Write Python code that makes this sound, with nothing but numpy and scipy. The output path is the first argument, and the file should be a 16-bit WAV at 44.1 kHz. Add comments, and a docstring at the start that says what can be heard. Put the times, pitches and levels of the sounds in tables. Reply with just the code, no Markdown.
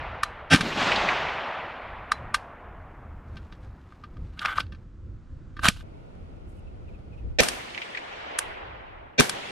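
"""Gunshots in a wooded field

Single shots of a submachine gun are heard at the shooter's head (mono), then from a wide stereo pair
at his side. A short, clanging rush of noise swells just before each crack and boom; bare woods scatter
the report back. Trigger and bolt excite the steel receiver by impact and the rails by friction.
Cloth rustles, wind buffets the microphones and a far bird calls."""
import sys
import numpy as np
from scipy import signal
from scipy.fft import rfft, irfft, next_fast_len
from scipy.io import wavfile
from scipy.ndimage import uniform_filter1d, map_coordinates

SR = 44100
rng = np.random.default_rng(int(sys.argv[2]) if len(sys.argv) > 2 else 0)


def transcribe(signal):
    """Save signal, clipped to [-1, 1], as a 16-bit WAV file at the path in sys.argv[1]."""
    frames = np.atleast_2d(signal).T
    limited = np.clip(frames, -1, 1)
    pcm = np.round(limited * 32767).astype(np.int16)
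    wavfile.write(sys.argv[1], SR, pcm)


N = 419371
MOVE_S = 5.828  # the listening place moves from HEAD to SIDE

# (crack time [s], rush length [s], rush exponent, rush [dB], crack [dB], boom [dB], boom pitch [Hz],
#  near echo [dB], near echo t60 [s], woods echo [dB])
SHOTS = [(0.54, .041, 1.12, -13, -14, -12.5, 161.2, -21, 0.21, 0),
         (7.4055, .019, 0.3, -16.5, -10, -27, 235.5, -24.5, 0.47, 0),
         (9.2, 0.023, 1.5, -14.5, -8, -17.5, 248.2, -22, 0.31, 3)]
# spectra of the rush, near echo, woods echo and low roll: (frequency [Hz], density [dB])
RUSH_HEAD = [(180, -38), (300, -6), (397, -16), (835, -6), (1090, -24), (1350, -4), (1780, -7.5),
             (2650, -9), (4210, -18), (5760, -16), (6680, -27.5), (10100, -29.5), (15500, -63.5)]
RUSH_SIDE = [(180, -31), (300, -1.5), (620, 7.5), (1120, -23), (1490, -8), (2480, 4), (2930, -8.5),
             (3510, -2.5), (4000, -4.5), (5210, -11), (6050, -1.5), (6790, -35), (7620, -9.5), (8420, -31),
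             (15500, -53)]
NEAR_HEAD = [(59, -40), (100, -10), (248, -2), (758, -12.5), (1290, -5.5), (4370, -14.5), (10400, -28.5),
             (14200, -45.5), (15500, -77.5)]
NEAR_SIDE = [(59, -35.5), (100, -6), (758, -1.5), (861, -7.5), (1400, -8), (1690, -5), (2040, -7),
             (10400, -18), (15500, -31.5)]
WOODS_HEAD = [(210, -36), (350, -12), (591, 1.5), (761, 2.5), (1510, 0), (2350, -1), (3380, -4.5),
              (7240, -20.5), (8900, -31.5), (15500, -67.5)]
WOODS_SIDE = [(210, -37.5), (350, -6), (671, -2.5), (1260, -6), (2100, -3), (3030, -5), (4500, -14),
              (9630, -25), (11700, -33), (13700, -63), (15500, -83)]
ROLL = [(60, -18), (110, -2.5), (170, 0.5), (300, -1.5), (450, -11), (700, -47)]
# envelope of the woods echo: (time after the crack [s], scatter [dB], low roll [dB])
ECHO_HEAD = [(.03, -30, -21), (.13, -23, -12), (.21, -24, -19), (.27, -15, -15), (.42, -16.5, -20),
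             (.58, -16, -20), (.72, -19, -29), (1.3, -29, -39), (2.25, -37, -39), (2.9, -47, -37),
             (4.3, -56, -45)]
ECHO_SIDE = [(.04, -35, -38), (.13, -30, -30), (.3, -32, -34), (.6, -31.5, -39), (1.01, -26, -41.5),
             (1.2, -29.5, -41.5), (1.6, -35.5, -44), (1.8, -41.5, -43)]
# reflections off single trunks: (time [s], level [dB], centre [Hz])
SLAPS = [(0.7235, -33, 2860), (0.7847, -30, 2460), (0.9178, -15.5, 2250), (0.9587, -19.5, 3300),
         (1.0874, -18.5, 1900), (7.7468, -33.5, 2320), (7.776, -28, 2160), (7.8173, -28.5, 2370),
         (7.9484, -31, 1970), (7.9724, -27.5, 1970)]

# modes of the sheet steel receiver: (frequency [Hz], level [dB], t60 [s])
STEEL_MODES = [(1208.5, 11.5, 0.02), (1559, 6, .03), (1784, 1, 0.024), (2370, -3, 0.015),
               (2720, -7.5, 0.022), (3280, -10.5, 0.042), (3750, -8, 0.0083), (4490, -17.5, .025),
               (5200, -6, 0.0074), (5450, -9, 0.03), (6140, -10, 0.017), (7300, -5, 0.0067),
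               (8560, -0.5, 0.024), (8960, -6, 0.035), (9500, 5, 0.0068), (10900, -6.5, 0.049),
               (12500, -18.5, .015)]
# clicks and cracks: (time [s], level [dB], knock [dB], ring time factor)
TRIGGER = [(0.2346, -22, -3.5, .95), (2.1197, -24, -.5, 1), (2.3452, -20, -2, 1.6), (8.3895, -23, -12, .7)]
# the rows at 0.5476 s and 9.2075 s are each a second sharp crack just after the shot
AFTER_SHOT = [(0.5476, -14.5, -10.5, 1.4), (0.5612, -19, -16, .85), (0.6098, -21, -15.5, 1.6),
              (7.435, -24.5, -13.5, 1.2), (7.4866, -23, -19.5, 1.1), (9.2075, -16, -9.5, .55),
              (9.2963, -23.5, -18.5, .85)]
HANDLING = [(3.37, -46, -11, 2.5), (3.525, -50, -5.5, 2.5), (3.924, -64, 12, 1.2), (4.039, -51, 3, 2.5),
            (4.17, -58, 0, 1.4), (4.6674, -54, -20, .5), (4.7235, -50, -8, 2.5), (4.749, -55, -8, 1.7),
            (5.569, -47, -3, 2), (5.594, -41, 5, .8), (5.809, -50, -13, 1.4), (6.152, -72, -.5, 1.1),
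            (6.99, -70, -5, 1.1)]
PULLED = [(4.3936, -29, -26, .8), (4.429, -44, 4, 1), (4.4512, -30, -.5, .5), (4.459, -20, -8, .45),
          (4.4834, -42, 6.5, 1.6), (4.5045, -43, 1, 2.5), (4.5788, -30, -31, 1.5), (4.585, -40, 17, .5),
          (4.6047, -26.5, -21, 1.2)]
RELEASED = [(5.635, -31, -5, .6), (5.6564, -20.5, -1.5, .5), (5.6862, -9.5, -26, .6)]
# timbre of each group: (clicks, brightness [dB], thump [dB])
CLICK_GROUPS = [(TRIGGER, -14, -18), (AFTER_SHOT, -21, 3), (HANDLING, -29, 8),
                (PULLED, -29, -14), (RELEASED, -11, 0)]
# trigger spring: (time [s], level [dB])
SPRING_PINGS = [(0.235, -41), (2.1202, -38)]
# bolt strokes: (start [s], stop [s], ring [dB], hiss [dB], rise [s per 20 dB], fall [s per 20 dB])
STROKES = [(4.405, 4.435, -40.5, -53, .04, .03), (4.455, 4.46, -24, -50, .02, .04),
           (4.49, 4.51, -33, -53, .03, .07), (4.585, 4.603, -33, -44, .04, .026),
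           (5.648, 5.69, -22, -25, .022, .017), (5.72, 5.824, -59, -60, .03, .004)]
# rail resonances: (frequency [Hz], bandwidth [Hz], level [dB])
RAIL_MODES = [(720, 300, -14), (1225, 150, -1), (1532, 80, 3), (2150, 280, -9.5), (2950, 250, -13),
              (3430, 200, -12)]
# friction hiss: (frequency [Hz], density [dB])
RASP = [(1470, -16.5), (2500, -8), (4010, -6.5), (5080, -20), (8810, -20.5), (12100, -24.5), (15500, -54)]
# cloth rustles: (start [s], stop [s], level [dB], rise [s per 20 dB], fall [s per 20 dB])
SLEEVE = (3.36, 4.68, -72.5, .25, .3)
THIN_RUSTLE = (6.5, 6.54, -74.5, .04, .07)

# spectra of buffeting and open air: (frequency [Hz], density [dB])
BUFFET = [(12, -34), (20, 0), (77, 2.5), (211, -17.5), (362, -22), (425, -33), (461, -28.5), (500, -24),
          (650, -46.5), (1100, -120)]
AIR_HEAD = [(71, -33.5), (120, -13.5), (221, -19.5), (300, -20), (423, -35), (936, -39.5), (1300, -34.5),
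            (2160, -47), (7450, -59), (15500, -93)]
AIR_SIDE = [(71, -32), (120, -7.5), (478, -17.5), (1060, -30.5), (1120, -32), (1460, -29.5), (1560, -37),
            (2540, -36), (3660, -44.5), (9910, -58.5), (15500, -74.5)]
# their envelopes, for buffeting one list per listening place: (time [s], level [dB])
BUFFET_LEVELS = [
    [(0, -32), (.1, -41), (.3, -49), (.65, -44), (.8, -54), (1.13, -40), (1.46, -56), (1.82, -54),
     (2.1, -41), (2.8, -48), (3.4, -38), (3.65, -45), (4.5, -42), (4.68, -36), (4.9, -42), (5.15, -37),
     (5.44, -41), (5.6, -33), (5.8, -38)],
    [(5.87, -43.5), (6, -47), (6.5, -43), (7.1, -43), (7.27, -36), (7.44, -44), (7.62, -57), (7.9, -67),
     (8.28, -59), (8.47, -50), (9.04, -50), (9.22, -62), (9.51, -64)],
]
AIR_LEVELS = [(0, -63.5), (4.7, -57), (5.6, -53), (5.72, -70.5), (5.81, -75.5), (5.83, -51.5), (7.3, -52.5),
              (7.5, -63), (9.15, -64), (9.51, -70.5)]
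# whistles: (time [s], starting pitch [Hz], half the relative rate of fall [1/s], level [dB])
BIRD_NOTES = [(6.57, 3030, 1.1, -68.5), (6.66, 2660, 0.62, -63.5), (6.87, 2760, 2.2, -61.5),
              (6.93, 2600, .5, -61.5), (7.118, 2620, 1.35, -60), (7.17, 2700, 0.91, -61)]
# stereo difference relative to mid: (frequency [Hz], gain [dB])
WIDTH_SPECTRUM = [(60, -6), (110, -4), (200, -8), (380, -3), (700, 5.5), (1290, 2), (2380, -1.5),
                  (4400, 1.5), (8120, -4.5), (15000, 1.5)]
# stereo image: (time [s], added difference gain [dB], leftward lean [-1..1])
IMAGE = [(0, -70, 0), (4.55, -68.5, 0), (4.65, -17, -.06), (5.82, -8, -.07), (5.83, 1, -.02),
         (9.51, 0, -.02)]


def shots():
    """Blast wave: a crack and boom, reflected at once by ground and near trunks."""
    out = np.zeros((2, N))
    hz = np.transpose(STEEL_MODES)[0][:, None]
    crack_spectrum = [(500, 1.5), (2000, -8), (9000, -8.5), (15000, -23.5)]
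    for s, rush_s, power, rush_db, crack_db, boom_db, boom_hz, near_db, near_t60, _ in SHOTS:
        t = np.arange(SR // 2) / SR - rush_s
        rise, after = np.clip(1 + t / rush_s, 0, 1), np.maximum(t, 0)
        colour, near, width = (RUSH_HEAD, NEAR_HEAD, .01) if s < MOVE_S else (RUSH_SIDE, NEAR_SIDE, .9)
        # a short, clanging rush of noise swells just before the crack and boom
        clang = partials(hz, along(colour, hz) + rng.normal(0, 3, (2, len(hz), 1)), t)
        rush = noise(colour, len(t)) + .8 * unit(clang)
        x = decay(rush_db, after, t60=.014) * rise ** power * rush
        x += decay(crack_db, after, t60=.0074) * (t > 0) * noise(crack_spectrum, len(t))
        u = after / .0034
        x += amp(crack_db - 5) * (t > 0) * (1 - u) * np.exp(-u)  # overpressure, then suction
        boom = partials(boom_hz * np.array([[.6], [1], [1.65]]), [[-5], [0], [-3]], t)
        x += decay(boom_db, np.maximum(t - .008, 0), t60=.041) * rise ** 2 * boom
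        x += decay(near_db, after, near_t60) * (t > 0) * noise(near, len(t))
        add(out, s - rush_s, x * [[1], [width]])
    return out


def woods():
    """Scattering and air absorption: later echoes from the trees travel farther and lose more treble."""
    hz, t, spectra = signal.stft(rng.standard_normal((2, N)), SR, nperseg=512)
    hz = hz[:, None]
    gain = np.zeros(spectra.shape[1:])
    treble_khz = np.maximum(hz / 1000 - 1.2, 0)
    for s, *_, db in [(-1.05, -1)] + SHOTS:  # a shot fired before the start still echoes
        echo, colour, loss_from_s = (
            (ECHO_HEAD, WOODS_HEAD, .3) if s < MOVE_S else (ECHO_SIDE, WOODS_SIDE, .45))
        scatter_db, roll_db = curves(echo, t - s)
        db_per_khz = np.clip(5.5 * (t - s - loss_from_s), 0, 10.5)
        scatter = amp(scatter_db + along(colour, hz) - db_per_khz * treble_khz - .051 * treble_khz ** 2)
        roll = amp(roll_db + along(ROLL, hz))
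        gain = np.hypot(gain, amp(db) * (scatter + roll))  # echoes add in power
    flicker = uniform_filter1d(rng.standard_normal(gain.shape), size=9, axis=0)
    flicker = uniform_filter1d(flicker, size=4, axis=1)
    return signal.istft(spectra * gain * amp(1.4 * unit(flicker)), SR, nperseg=512)[1][:, :N]


def trunk_slaps():
    """Discrete reflection: single trunks each return a short band of noise."""
    out, t = np.zeros((2, N)), np.arange(1300) / SR
    attack = 1 - np.exp(-t / .0005)
    for s, db, centre_hz in SLAPS:
        band = [(centre_hz / 1.6, -26), (centre_hz, 0), (centre_hz * 1.4, -12), (9000, -45), (15000, -80)]
        add(out, s, decay(db, t, t60=.059) * attack * noise(band, len(t)))
    return out


def clicks():
    """Damped modes, noise and a thump form the mechanism's clicks and two shots' second cracks."""
    out, t = np.zeros((2, N)), np.arange(SR // 4) / SR - .02
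    after, ring_t = np.maximum(t, 0), t[:SR // 10]
    hz, mode_db, t60 = np.transpose(STEEL_MODES)[:, :, None]
    events = [(*row, *timbre) for rows, *timbre in CLICK_GROUPS for row in rows]
    for s, db, knock_db, ring, bright_db, thump_db in events:
        if s > MOVE_S:  # brighter and thinner from the side
            bright_db, thump_db = bright_db + 15, thump_db - 15
        tone = [(500, knock_db - 17), (1200, knock_db), (2500, 0), (4500, -3),
                (8000, bright_db), (11000, bright_db - 3), (15500, bright_db - 29)]
        drift = np.cumsum(rng.standard_normal((2, len(hz), len(ring_t))), axis=2)
        blur = .039 * (hz / 1000 - 1) ** .5 * drift  # loose parts smear the upper modes
        onset_db = mode_db + rng.normal(0, 1.9, (2, len(hz), 1)) + along(tone, hz)
        modes = decay(onset_db, np.maximum(ring_t, 0), t60 * ring) * sine(hz, ring_t, blur)
        click = 2.4 * decay(0, after, t60=.026 * ring)
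        tail = decay(-16, after, t60=.11) + decay(-29, after, t60=.45)
        x = coloured((click + tail) * rng.standard_normal((2, len(t))), tone)
        x[:, :len(ring_t)] += modes.sum(axis=1)
        x *= amp(db) * np.exp(np.minimum(t, 0) / .0014)  # rapid attack
        x[0] += decay(db + thump_db, after, t60=.03) * sine(190, after)
        x[1] *= 0 if s < IMAGE[1][0] else .2 if s < MOVE_S else .6  # stereo width
        add(out, s + t[0], x * ((s > MOVE_S) | (s + t < MOVE_S)))
    return out


def spring():
    """Free vibration: a spring sings on after the trigger resets."""
    out, t = np.zeros((2, N)), np.arange(round(.23 * SR)) / SR
    for s, db in SPRING_PINGS:
        add(out[:1], s, decay(db, t[None], t60=.13) * sine(4020, t))
    return out


def bolt():
    """Friction: uneven scraping drives the rails' resonances and a gritty hiss."""
    def rails(f):
        return sum((-1) ** k * amp(db) * 1j * f * width / (hz * hz - f * f + 1j * f * width)
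                   for k, (hz, width, db) in enumerate(RAIL_MODES))

    grit = rng.standard_normal((2, N)) * amp(2.2 * wobble(90) + 2 * wobble(500))
    ring_gain, hiss_gain = sum(hump(start, stop, rise, fall) * amp([[ring_db], [hiss_db]])
                               for start, stop, ring_db, hiss_db, rise, fall in STROKES)
    return ring_gain * unit(filtered(grit, rails)) + hiss_gain * unit(coloured(grit, RASP))


def sleeve():
    """Friction noise: cloth brushes near the microphone in small clumps."""
    cloth = noise([(800, -21), (1500, 2.5), (4000, -5.5), (10000, -22.5), (15000, -51.5)])
    thin = noise([(3000, -30.5), (6000, -4.5), (9000, .5), (12000, -5.5), (15000, -35)])
    clumps = amp(3.2 * wobble(30) + 2.9 * wobble(300))
    return clumps * sum(amp(db) * hump(start, stop, rise, fall) * x
                        for (start, stop, db, rise, fall), x in ((SLEEVE, cloth), (THIN_RUSTLE, thin)))


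def wind():
    """Turbulence: fluctuating pressure buffets the microphone ports over the steady air of the field."""
    t = np.arange(N) / SR
    lumps = amp(3 * np.array([wobble(9), wobble(9)]))
    air = np.where(t < MOVE_S, noise(AIR_HEAD), noise(AIR_SIDE))
    buffet = unit(lumps * noise(BUFFET))
    buffet_db = curves(BUFFET_LEVELS[0] + BUFFET_LEVELS[1], t)[0]
    air_db = curves(AIR_LEVELS, t)[0] + .4 * wobble(4.1)
    return amp(buffet_db) * buffet + amp(air_db) * air


def bird():
    """Frequency glide: short whistles fall in pitch, their phase blurred by distance."""
    out, t = np.zeros((2, N)), np.arange(1800) / SR
    for s, start_hz, fall, db in BIRD_NOTES:
        blur = .13 * np.cumsum(rng.standard_normal((2, len(t))), axis=1)
        add(out, s, amp(db) * sine(start_hz, t - fall * t * t, blur) * np.sin(np.pi * t / t[-1]))
    return out


def amp(db):
    """Decibels to amplitude."""
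    return 10 ** (np.asarray(db) / 20)


def unit(x):
    """Normalisation to rms 1."""
    return x / np.sqrt(np.mean(x ** 2) + 1e-20)


def decay(db, t, t60):
    """Exponential damping: 60 dB down in t60 seconds."""
    return amp(db - 60 * t / t60)


def sine(hz, t, phase=0):
    """Simple harmonic motion."""
    return np.sin(2 * np.pi * hz * t + phase)


def partials(hz, db, t):
    """Superposition of sines in random phase, mid and side."""
    return (amp(db) * sine(hz, t, rng.uniform(0, 2 * np.pi, (2, len(hz), 1)))).sum(axis=1)


def hump(start, stop, rise, fall):
    """Exponential rise to 1, hold and decay."""
    t = np.arange(N) / SR
    return amp(-20 * (np.maximum(start - t, 0) / rise + np.maximum(t - stop, 0) / fall))


def along(points, hz):
    """Interpolation on a log frequency axis."""
    f, db = np.transpose(points)
    return np.interp(np.log(hz + 1), np.log(f + 1), db)


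def curves(rows, t):
    """Interpolation of each column in time; -140 outside the table."""
    times, *columns = np.transpose(rows)
    return [np.interp(t, times, column, -140, -140) for column in columns]


def filtered(x, response):
    """Linear filtering by a frequency response."""
    size = next_fast_len(x.shape[-1] + 2048)
    return irfft(rfft(x, size) * response(np.fft.rfftfreq(size, 1 / SR)), size)[..., :x.shape[-1]]


def coloured(x, spectrum):
    """Spectral shaping by (frequency [Hz], gain [dB]) points."""
    return filtered(x, lambda hz: amp(along(spectrum, hz)))


def noise(spectrum, count=N):
    """Coloured noise, mid and side, rms 1."""
    return unit(coloured(rng.standard_normal((2, count)), spectrum))


def wobble(rate):
    """Smooth random modulation, rate knots a second."""
    return map_coordinates(rng.standard_normal(int(N * rate / SR) + 4), [np.arange(N) * rate / SR])


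def add(out, s, x):
    """Superposition of x on out from time s."""
    k = round(s * SR)
    out[:, k:k + x.shape[1]] += x[:, :N - k]


def scene():
    """Mid-side stereo: the sources add, and sum and difference give left and right."""
    mid, side = woods() + trunk_slaps() + bolt() + sleeve() + wind() + bird()
    width_db, lean = curves(IMAGE, np.arange(N) / SR)
    side = coloured(side, WIDTH_SPECTRUM) * amp(width_db)
    mid, side = shots() + clicks() + spring() + [mid, side]
    side = side + np.clip(lean, -1, 1) * mid
    return np.array([mid + side, mid - side])


def record(dry):
    """Saturation and band limiting: peaks round off at full scale; nothing passes above 15730 Hz."""
    soft = dry / (1 + np.abs(dry) ** 6) ** (1 / 6)
    return filtered(soft, lambda hz: np.clip((15730 - hz) / 300, 0, 1) ** 2)


dry = scene()
out = record(dry)
transcribe(out)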